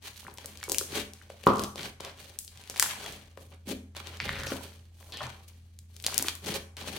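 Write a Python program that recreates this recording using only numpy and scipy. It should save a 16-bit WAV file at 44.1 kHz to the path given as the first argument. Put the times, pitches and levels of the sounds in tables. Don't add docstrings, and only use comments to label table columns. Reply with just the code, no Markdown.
import sys
import numpy as np
from scipy import signal
from scipy.fft import rfft, irfft
from scipy.io import wavfile

SR = 44100
rng = np.random.default_rng(int(sys.argv[2]) if len(sys.argv) > 2 else 0)


def transcribe(u):
    v = np.clip(np.atleast_2d(u).T, -1, 1)
    q = np.round(v * 32767).astype(np.int16)
    wavfile.write(sys.argv[1], SR, q)


N = 307818
TIME = np.arange(N) / SR


def from_db(db):
    return 10 ** (np.asarray(db) / 20)


def rms_one(x):
    return x / np.sqrt(np.mean(x ** 2) + 1e-20)


def blow(x):
    return x / np.sqrt(np.sum(x ** 2) / (.002 * SR) + 1e-20)


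def at_hz(points, hz):
    points = np.array(points)
    return np.interp(np.log(hz), np.log(points[:, 0]), points[:, 1])


def filtered(x, hz, kind, order=2):
    sections = signal.butter(order, np.clip(hz, 10, .48 * SR), kind, fs=SR, output="sos")
    return signal.sosfilt(sections, x + 1e-18)


def drift(rate):
    knots = rng.standard_normal(4000)
    return rms_one(np.interp(TIME * rate, np.arange(len(knots)), knots))


def add(out, s, sound):
    i = max(int(s * SR), 0)
    out[..., i:i + sound.shape[-1]] += sound[..., :N - i]


def ring(hz, t60, length):
    t = np.arange(int(length * SR)) / SR
    return np.sin(2 * np.pi * hz * t) * from_db(-60 * t / t60)


def placed(x, pan_db, lag):
    padded = np.pad(x, (0, 8))
    return np.array([np.roll(padded, max(side * lag, 0)) * from_db(side * pan_db / 2) for side in (1, -1)])


def stroke(start, swell, hold, fade):
    t = TIME - start
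    build = np.clip(t / max(swell, .001), 0, 1)
    return build * from_db(-60 * np.clip((t - swell - hold) / fade, 0, 3))


def background():
    # f/Hz, relative level/dB
    hum_partials = [(84.1, -1.5), (41.7, -26), (209.3, -21.5)]
    # t/s, level/dB
    hum_level = [(0.0, -57.5), (0.99, -50.5), (1.07, -53.5), (2.93, -57), (4.29, -45.5), (4.92, -52),
                 (6.92, -48.5), (6.98, -54)]
    # f/Hz, relative density/dB per Hz
    noise_spectrum = [(15, -34.5), (25, -15), (64, -5.5), (99, -8), (123, -3.5), (161, -17), (242, -17.5),
                      (394, -35), (659, -40), (2410, -40), (3720, -43.5), (6740, -44), (11600, -57),
                      (16000, -72)]
    noise_db = -62.5
    tones = 0
    for hz, db in hum_partials:
        level = np.sqrt(2) * from_db(db + 0.54 * drift(5))
        tones = tones + level * np.sin(2 * np.pi * hz * TIME + .25 * drift(2.8))
    hz = np.maximum(np.fft.rfftfreq(N, 1 / SR), 1)
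    spectrum = rfft(rng.standard_normal((2, N))) * from_db(at_hz(noise_spectrum, hz)) * (hz > 20)
    mid, side = irfft(spectrum, N)
    noise = rms_one(mid + filtered(side, 500, "high", order=1) * [[1], [-1]])
    return tones * from_db(np.interp(TIME, *np.transpose(hum_level))) + from_db(noise_db) * noise


def kneading():
    # start t/s, swell/s, hold/s, fade to -60 dB/s,
    # nominal crackle level/dB, brightness/dB per octave, nominal low squelch level/dB
    presses = [(0.015, 0.033, 0.03, 0.16, -43.5, 0.2, -56), (0.117, 0.048, 0.032, 0.67, -52.5, 2.5, -70),
               (0.244, 0.014, 0.025, .3, -57.5, -3.5, -50.5), (0.367, 0.07, .19, 1.2, -53, -1, -58),
               (0.66, .05, 0.13, 0.7, -53, -1, -51), (0.88, 0.068, 0.048, 0.16, -35, -.5, -39),
               (1.12, .03, .13, .2, -62, -1, -66), (1.288, 0.013, .15, 0.5, -58, -.5, -61),
               (1.432, 0.032, .01, 0, -51, -2, -54.5), (1.463, 0.0021, 0.0081, 0.32, -38.5, -6.8, -52),
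               (1.518, 0.037, .09, 0.06, -49, -1.5, -38.5), (1.748, 0.048, 0.069, .12, -40, -1.5, -43),
               (1.999, 0.003, .065, 0.36, -47.5, -5, -52), (2.147, 0.041, 0.11, .5, -53, 0.5, -57.5),
               (2.47, 0.1, .08, 2.2, -55, -1.3, -65), (2.695, .005, 0.06, 1.1, -50, -1, -61),
               (2.759, .003, .012, .15, -40, 2.5, -55), (2.8, 0.03, 0.07, 0.5, -37.5, -2.6, -53),
               (2.955, 0.068, 0.067, 0.48, -41.5, -1, -45), (3.365, 0.0088, 0.078, 0.6, -63.5, 4, -60),
               (3.51, .015, 0.018, 0.14, -59, -5.5, -57.5), (3.653, 0.046, 0.03, 0.03, -40.5, 1, -40.5),
               (3.951, .02, 0.0088, 0.4, -46, -3.5, -55), (4.018, .03, 0.2, 0.7, -53, -3.5, -57),
               (4.193, 0.057, 0.2, 0.03, -45.5, -1.2, -45.5), (4.441, 0.042, 0.03, 0.8, -42.5, 0.8, -45),
               (4.937, 0.07, 0.11, 2, -60, 3.5, -64), (5.12, 0.0054, 0.11, 0.27, -51.5, -4.5, -54),
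               (5.203, .005, 0.06, 0.4, -47, -3.2, -53), (5.3, .1, .08, 1.2, -65, 0, -70),
               (5.477, .004, .005, 0.03, -56, 7, -69.5), (5.869, 0.12, 0.022, 2, -62.5, 3, -68.5),
               (6.03, 0.033, .23, 0.25, -43, -.3, -52), (6.416, 0.058, 0.085, 0.19, -37.5, -.3, -39),
               (6.766, .004, 0.012, 0.6, -42.5, -2, -48.5), (6.78, 0.098, 0.11, 1, -44.5, -0.5, -45)]
    # crackle level/dB, brightness/dB per octave, squelch level/dB
    settling = (-81, 1.5, -79)
    crackle_power, squelch_power = from_db(settling[0]) ** 2, from_db(settling[2]) ** 2
    bright = crackle_power * settling[1]
    for start, swell, hold, fade, crackle_db, brightness, squelch_db in presses:
        effort = stroke(start, swell, hold, fade) ** 2
        power = effort * from_db(crackle_db) ** 2
        crackle_power = crackle_power + power
        bright = bright + power * brightness
        squelch_power = squelch_power + effort * from_db(squelch_db) ** 2
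    return np.sqrt(crackle_power), bright / crackle_power, np.sqrt(squelch_power)


def clicks(per_s, spread_db):
    sizes = from_db(spread_db * np.minimum(rng.exponential(1, N), 4)) * rng.choice([-1, 1], N)
    return rms_one(sizes * (rng.random(N) < per_s / SR))


def foam(crackle_gain, brightness, squelch_gain, per_s=2600, spread_db=3.5, clump_db=4.0):
    # f/Hz, relative density/dB per Hz
    foam_spectrum = [(130, 1.5), (260, 1.5), (500, -1.7), (780, -1.5), (1200, -3.5), (2000, -0.5),
                     (3300, 2.5), (5000, -2.5), (7000, -5.5), (11000, -7.7), (15000, -13.5)]
    crackle, squelch = crackle_gain / np.sqrt(5000), squelch_gain / np.sqrt(900)
    hands = np.array([clicks(per_s, spread_db) * from_db(clump_db * drift(90)) for hand in range(2)])
    out, edges = np.zeros((2, N)), np.geomspace(110, 17000, 16)
    for low, high in zip(edges, edges[1:]):
        hz = np.sqrt(low * high)
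        band = filtered(hands, [low, high], "band", order=3)
        crossing = np.clip(at_hz([(250, 0.87), (700, 0.31), (5000, 0.1)], hz), 0, 1)
        large = at_hz([(500, 1), (1000, 0)], hz)
        octaves = np.log2(np.clip(hz, 1000, 10000) / 3300)
        tilt = from_db(np.clip(brightness, -7, 7) * octaves)
        gain = large * squelch + (1 - large) * crackle * tilt
        density = np.sqrt(high - low) * from_db(at_hz(foam_spectrum, hz))
        out += rms_one(band + crossing * band[::-1]) * gain * density
    return out * from_db([[.9], [-.9]])


def wet_ticks(crackle, count=360, gain_db=-.5, spread_db=14.0, cycles=8.0):
    for when, size, strength, side in rng.random((count, 4)):
        s = when * (N - 1) / SR
        hz = 700 * 16 ** size
        gain = crackle[int(s * SR)] * from_db(gain_db + spread_db * (strength ** 2 - .5))
        yield s, gain * blow(ring(hz, cycles / hz, .02)), 10 * (side - .4), -3


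def squeaks(room_db=-5):
    # t/s, level/dB, f/Hz, length/s
    tight_bubbles = [(.04, -48, 3050, .045), (.632, -41, 2230, .03), (3.045, -42, 3350, .035),
                     (5.146, -48, 1800, .03), (5.19, -43, 3300, .03), (5.206, -35, 600, .02),
                     (5.208, -35, 1080, .017)]
    for s, db, hz, length in tight_bubbles:
        tone = ring(hz, .3, length)
        yield s, from_db(db) * tone * signal.windows.tukey(len(tone)), 2, room_db


def table_rumble(squelch, gain_db=-16, follows=.9, boom_hz=128):
    # start t/s, swell/s, hold/s, fade to -60 dB/s, rumble level/dB, boom level/dB
    table_tugs = [(4.19, .09, .2, .35, -52, -49), (5.212, .01, .06, .2, -56, -47)]
    lag_s = .04
    load = np.interp(TIME - lag_s, TIME, squelch)
    load = from_db(gain_db) * load.max() * (load / load.max()) ** follows
    rumble = rms_one(filtered(rng.standard_normal(N), [38, 75], "band", order=3))
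    boom = np.sqrt(2) * np.sin(2 * np.pi * boom_hz * TIME + drift(20)) * from_db(2 * drift(20))
    out = load * rumble
    for *shape, rumble_db, boom_db in table_tugs:
        out = out + stroke(*shape) * (from_db(rumble_db) * rumble + from_db(boom_db) * boom)
    return out


def gulps(swell_cycles=1.3, fall_octaves_per_cycle=.17, gain_db=-2.5, thud_db=-25):
    # t/s, level before gain_db/dB, f at the peak of the swell/Hz
    trapped_air = [(0.2495, -39, 1300), (0.2672, -30, 1750), (0.282, -32, 1050), (0.385, -38, 900),
                   (0.444, -38, 1700), (0.446, -40, 550), (0.613, -37, 2200), (0.6808, -35, 1100),
                   (0.6812, -33, 430), (0.696, -36, 360), (0.72, -31, 350), (0.7458, -24, 2400),
                   (0.811, -27, 1390), (0.8115, -31, 440), (0.925, -34, 370), (0.971, -29, 400),
                   (1.215, -38, 1720), (1.3, -33, 620), (2.8, -20, 1970), (2.8255, -23, 1100),
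                   (2.828, -17, 1900), (3.061, -32, 1900), (3.373, -34, 600), (3.673, -31, 267),
                   (3.693, -32, 250), (3.711, -27, 290), (3.727, -34, 520), (3.73, -27, 255),
                   (4.517, -24, 290), (4.521, -24, 560), (5.206, -30, 1130), (6.082, -31, 802),
                   (6.083, -28, 1900), (6.098, -33, 1300), (6.125, -30, 1250), (6.1408, -23, 3100),
                   (6.196, -30, 1500), (6.199, -32, 280), (6.243, -29, 1900), (6.246, -32, 1200),
                   (6.247, -34, 330), (6.262, -32, 2300), (6.464, -32, 300), (6.494, -28, 210),
                   (6.505, -29, 2600), (6.533, -29, 2500)]
    thud_hz, thud_t60_s = 270, .03
    for s, db, hz in trapped_air:
        age = np.arange(int(.04 * SR)) / SR * hz / swell_cycles
        pitch = hz * 2 ** (fall_octaves_per_cycle * swell_cycles * (1 - age))
        swell = age * np.exp(.5 * (1 - age ** 2))
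        chirp = np.sin(2 * np.pi * np.cumsum(pitch) / SR) * swell
        thud = ring(thud_hz * rng.uniform(.7, 1.4), thud_t60_s, .04)
        yield s, from_db(db + gain_db) * (chirp + from_db(thud_db) * thud), 1, 0


def snaps(tear_db=-4.0, plop_db=-1.5, plop_hz=650, low_edge=.5, high_edge=2.4,
          shreds_db=-11, shreds_s=.003):
    # t/s, level/dB, f/Hz, plop re level before plop_db/dB, left re right/dB
    air_pockets = [(0.3398, -46, 11500, -30, 6), (0.3742, -43, 4750, -20, 3), (0.3838, -38.5, 3000, -6, 6),
                   (0.4587, -33, 8340, -20, 6), (0.5733, -42, 5000, -32, 7), (0.6294, -34.5, 2100, -26, 4),
                   (0.639, -32.5, 6540, -22, -4), (0.6895, -36, 9500, -25, 3), (0.6966, -26.5, 6300, -8, 4),
                   (0.7188, -20.5, 7200, -14, 7.5), (0.7228, -30, 10000, -20, 5),
                   (0.7278, -31, 7070, -20, 4), (0.746, -29, 7360, -23, 7.5), (0.7837, -17.5, 6800, -36, 7),
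                   (0.7918, -31, 5900, -30, 3), (0.8133, -33, 8850, -25, 3), (1.1352, -41.5, 5800, -23, 7),
                   (1.3012, -45, 2000, 0, 3), (1.4379, -39.5, 2830, -9, 3), (1.4626, -35, 13000, -20, 3),
                   (1.4735, -31, 4000, -20, 2), (1.536, -43, 9000, -20, 3), (1.5585, -40, 7000, -20, 4),
                   (1.57, -40, 5000, -20, 2), (1.5825, -39, 5000, -20, 3), (1.5944, -31.5, 4200, -2, 11.5),
                   (1.5995, -38, 11500, -20, 4), (1.619, -37, 9500, -20, 3), (1.637, -29, 5970, -6, 3),
                   (1.644, -35, 3600, -15, 2), (1.7577, -38, 4460, 2.5, 4), (1.8317, -34, 3720, -15, 1),
                   (2.006, -36.5, 4570, 1, 1), (2.049, -34.5, 3710, -11, -2), (2.3885, -27, 8600, -45, 5),
                   (2.4478, -42, 8500, -30, 5), (2.4783, -40.5, 4360, -20.5, 7), (2.574, -45, 3800, -15, 3),
                   (2.638, -46, 3200, -15, 3), (2.675, -45, 3500, -15, 3), (2.6985, -31, 6000, -8, 3),
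                   (2.7605, -34, 2270, -10, 1), (2.768, -36, 3600, -12, 2), (2.7972, -12.5, 7000, -24, 5.5),
                   (2.8254, -15, 7300, -20, 0), (3.063, -35, 3160, -7, 3), (3.124, -41, 7000, -12, 3),
                   (3.374, -45, 1246, 3, 6), (3.9498, -47.5, 2050, -2.5, 4), (3.9666, -37, 3620, -7.5, 8),
                   (4.071, -36.5, 3580, -23, 6), (4.171, -43, 4200, -20, 2), (4.4345, -37, 4400, -20, 2),
                   (4.4696, -33, 3000, -5, 3), (5.1225, -41, 3900, -8, 1), (5.1717, -36.5, 4220, -11, 1),
                   (5.789, -43.5, 6380, -28, 2), (5.965, -43.5, 4820, -25, 7),
                   (5.9999, -45, 3700, -26, 11.5), (6.0245, -41, 9000, -25, 3), (6.0402, -32, 3750, -21, 5),
                   (6.046, -33, 3500, -15, 1), (6.0647, -17, 5000, -16, 0.5), (6.073, -31, 4450, -15, 3),
                   (6.1437, -27.5, 6500, -32, 8), (6.1794, -18, 7800, -27, 15),
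                   (6.189, -27, 6840, -21, -10), (6.196, -32, 3800, -5, 1), (6.2251, -21.5, 8350, -15, 2),
                   (6.2685, -33, 10500, -25, 3), (6.284, -20.5, 3700, -28, 0), (6.292, -31, 4000, -20, 2),
                   (6.2965, -34, 3300, -20, 2), (6.3528, -36, 11050, -18, 6), (6.461, -35, 4800, -12, 2),
                   (6.5435, -32, 6000, -15, 3), (6.7684, -38.5, 4060, -10, 2), (6.8753, -37, 3360, 1, 1)]
    tear_s, pocket_q = .00025, 1.6
    far_room_db, near_room_db, grip_near_s = 2.3, -1.5, 5.7
    t = np.arange(int(.02 * SR)) / SR
    r = np.exp(-1 / (tear_s * SR))
    for s, db, hz, plop, pan in air_pockets:
        rip = 1.0 * (t == 0)
        for part_hz in np.minimum(hz * rng.uniform(.6, 1.8, 4), 15000):
            poles = [1, -2 * r * np.cos(2 * np.pi * part_hz / SR), r * r]
            rip = signal.lfilter(poles[::-1], poles, rip)
        shreds = rng.standard_normal(len(t)) ** 3 * np.exp(-t / shreds_s)
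        rip = blow(rip) + from_db(shreds_db) * blow(shreds)
        pocket = signal.lfilter(*signal.iirpeak(hz, pocket_q, fs=SR), rip)
        crack = filtered(pocket + from_db(tear_db) * rip, low_edge * hz, "high")
        crack = filtered(crack, high_edge * hz, "low", order=1)
        body = blow(ring(plop_hz * rng.uniform(.7, 1.4), .005, .02))
        sound = from_db(db) * (blow(crack) + from_db(plop + plop_db) * body)
        yield s, sound, pan, far_room_db if s < grip_near_s else near_room_db


def smacks(cycles=7.0, overtone=1.9, overtone_db=-7, room_db=-2):
    # t/s, level/dB, f/Hz
    sticky_patches = [(0.6298, -25, 2050), (0.7455, -22, 2900), (1.797, -30, 2000), (1.862, -30, 2700),
                      (2.187, -35, 3300), (2.7974, -13, 1900), (2.8256, -13, 1600), (2.843, -24, 1400),
                      (2.861, -24, 1500), (2.93, -27, 3000), (4.2018, -12, 2350), (4.209, -27, 2200),
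                      (4.2175, -25, 2450), (4.244, -27, 2400), (4.2924, -12, 1900), (4.309, -28, 2000),
                      (4.3355, -25, 1900), (4.366, -23, 1950), (4.398, -27, 1800), (4.4345, -24, 1750),
                      (4.5203, -22, 1600), (6.2837, -15, 1750)]
    for s, db, hz in sticky_patches:
        gap = ring(hz, cycles / hz, .02)
        gap = gap + from_db(overtone_db) * ring(hz * overtone, cycles / hz, .02)
        yield s, from_db(db) * filtered(gap, [.5 * hz, 2.6 * hz], "band"), 0, room_db


def big_pop(edge_hz=1480, bass_hz=75, crack_db=-10, crack_hz=3400, room_db=7.5, crack_room_db=-3):
    # f/Hz, level re burst/dB, t60/s
    cavity_modes = [(1110, -1.3, 0.01), (450, -4, 0.0064), (170, -31.5, 0.012)]
    # delay/s, level re burst/dB, f re cavity (ratio)
    flutter_pulses = [(.02, -13, 1.08), (.052, -16, .8), (.088, -19, .7), (.113, -18, .92)]
    burst_s, burst_db = 1.4679, -1
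    for delay, level_db, detune in [(0, 0, 1), *flutter_pulses]:
        cavity = sum(from_db(db) * ring(hz * detune, t60, .1) for hz, db, t60 in cavity_modes)
        sound = filtered(filtered(cavity, edge_hz, "low", order=10), bass_hz, "high")
        yield burst_s + delay, from_db(burst_db + level_db) * sound, 2, 0 if delay else room_db
    crack = rng.standard_normal(len(cavity)) * np.exp(-np.arange(len(cavity)) / SR / .002)
    crack = filtered(crack, [edge_hz, crack_hz], "band")
    yield burst_s, from_db(burst_db + crack_db) * crack, 2, crack_room_db


def peel(cycles=16.0, gain_db=-3.0, size_spread_db=22):
    # start t/s, length/s, level before gain_db/dB, first f/Hz, last f/Hz,
    # pitch scatter/octaves, threads per s
    pulls = [(2.05, .035, -46, 900, 600, 1.0, 700), (3.04, .04, -47, 1300, 700, 1.2, 700),
             (4.205, .33, -39.5, 2600, 1400, .8, 500), (4.203, .22, -44, 4000, 3200, .7, 500),
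             (4.392, .02, -44, 5200, 4400, .9, 1200), (4.47, .04, -40, 5900, 4600, .6, 1200),
             (4.535, .08, -47, 1400, 900, 1.2, 600), (5.0, .09, -62, 950, 850, 1.1, 700),
             (5.088, .11, -56, 850, 750, 1.1, 700), (5.121, .1, -41.5, 4100, 2950, .5, 2500),
             (5.205, .021, -37, 1000, 900, 1.3, 1500), (5.207, .075, -42, 2200, 1300, 1.5, 800)]
    sag_db = 4
    out = np.zeros(N)
    for start, length, db, first_hz, last_hz, scatter, per_s in pulls:
        rasp, count = np.zeros(N), int(per_s * length)
        for k, (jitter, size, detune) in enumerate(rng.random((count, 3))):
            when = (k + jitter) / count
            pitch = first_hz * (last_hz / first_hz) ** when * 2 ** (scatter * (detune - .5))
            thread = ring(pitch, cycles / pitch, .016) * from_db(-size_spread_db * size)
            add(rasp, start + when * length, thread * rng.choice([-1, 1]))
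        rasp = filtered(rasp, [last_hz * 2 ** -scatter, first_hz * 2 ** scatter], "band")
        progress = np.clip((TIME - start) / length, 0, 1)
        out += rms_one(rasp) * np.sqrt(length * SR / N) * from_db(db - sag_db * progress)
    return from_db(gain_db) * out * from_db([[1], [-1]])


def room(x, wet_db=-2.5, modes_db=-57, build_s=0.0034):
    # f/Hz, level before modes_db/dB, t60/s
    standing_waves = [(125, -1, .35), (205, -1, .6), (248, -3, .45), (269, -2, .4), (350, -7, .45),
                      (397, -5, .4), (436, -5, .4), (545, -3, .45), (584, -4, .45), (662, -7, .5),
                      (776, -5, .5), (804, -8, .45), (969, -5, .4), (1006, -5, .4), (1120, -8, .4),
                      (1168, -6, .4)]
    # f/Hz, density before wet_db/dB per Hz
    tail_spectrum = [(60, -5), (200, -10.5), (500, -1), (800, -2.5), (1200, -3), (2500, -1.6), (7000, -4),
                     (15000, -1)]
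    # f/Hz, t60/s
    tail_t60 = [(100, .6), (500, 0.33), (1200, 0.5), (4000, 0.28), (8000, 0.46), (15000, .3)]
    # nominal delay/s, level/dB
    near_surfaces = [(.0022, -17), (.005, -16), (.0078, -18)]
    t = np.arange(int(.8 * SR)) / SR
    response, edges = np.zeros((2, len(t))), np.geomspace(60, 18000, 15)
    for low, high in zip(edges, edges[1:]):
        hz = np.sqrt(low * high)
        mid, side = filtered(rng.standard_normal((2, len(t))), [low, high], "band", order=3)
        alike = at_hz([(150, 0.91), (300, 1.0), (550, 0.49), (1200, .2), (2500, -0.34)], hz)
        alike = np.clip(alike, 0, 1)
        tail = np.sqrt(1 + alike) * mid + np.sqrt(1 - alike) * side * [[1], [-1]]
        tail = tail * from_db(-60 * t / at_hz(tail_t60, hz)) * (1 - np.exp(-t / build_s))
        density = np.sqrt(4 * (high - low) / SR / np.sum(tail ** 2))
        response += tail * density * from_db(wet_db + at_hz(tail_spectrum, hz))
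    for hz, db, t60 in standing_waves:
        response += from_db(modes_db + db - 60 * t / t60) * np.sin(2 * np.pi * (hz * t + rng.random()))
    for delay, db in near_surfaces:
        for channel in range(2):
            response[channel, int(delay * rng.uniform(.85, 1.15) * SR)] += from_db(db)
    return signal.fftconvolve(x[None], response, axes=1)[:, :N] * from_db([[.6], [-.6]])


def shifting(reflections):
    shift_s, changes_per_s = .00008, 30
    return np.array([np.interp(TIME - shift_s * drift(changes_per_s), TIME, side) for side in reflections])


def scene():
    crackle, brightness, squelch = kneading()
    direct = foam(crackle, brightness, squelch) + peel()
    send = direct.mean(axis=0)
    bursts = [*snaps(), *gulps(), *smacks(), *squeaks(), *big_pop(), *wet_ticks(crackle)]
    for s, sound, pan_db, room_db in bursts:
        add(direct, s, placed(sound, pan_db, lag=int(rng.choice([-1, 1]))))
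        add(send, s, sound * from_db(room_db))
    return direct + shifting(room(send)) + table_rumble(squelch) + background()


def record(dry):
    limited = np.clip(filtered(dry, 32, "high", order=4), -1, 1)
    return filtered(limited, 16100, "low", order=24)


dry = scene()
out = record(dry)
transcribe(out)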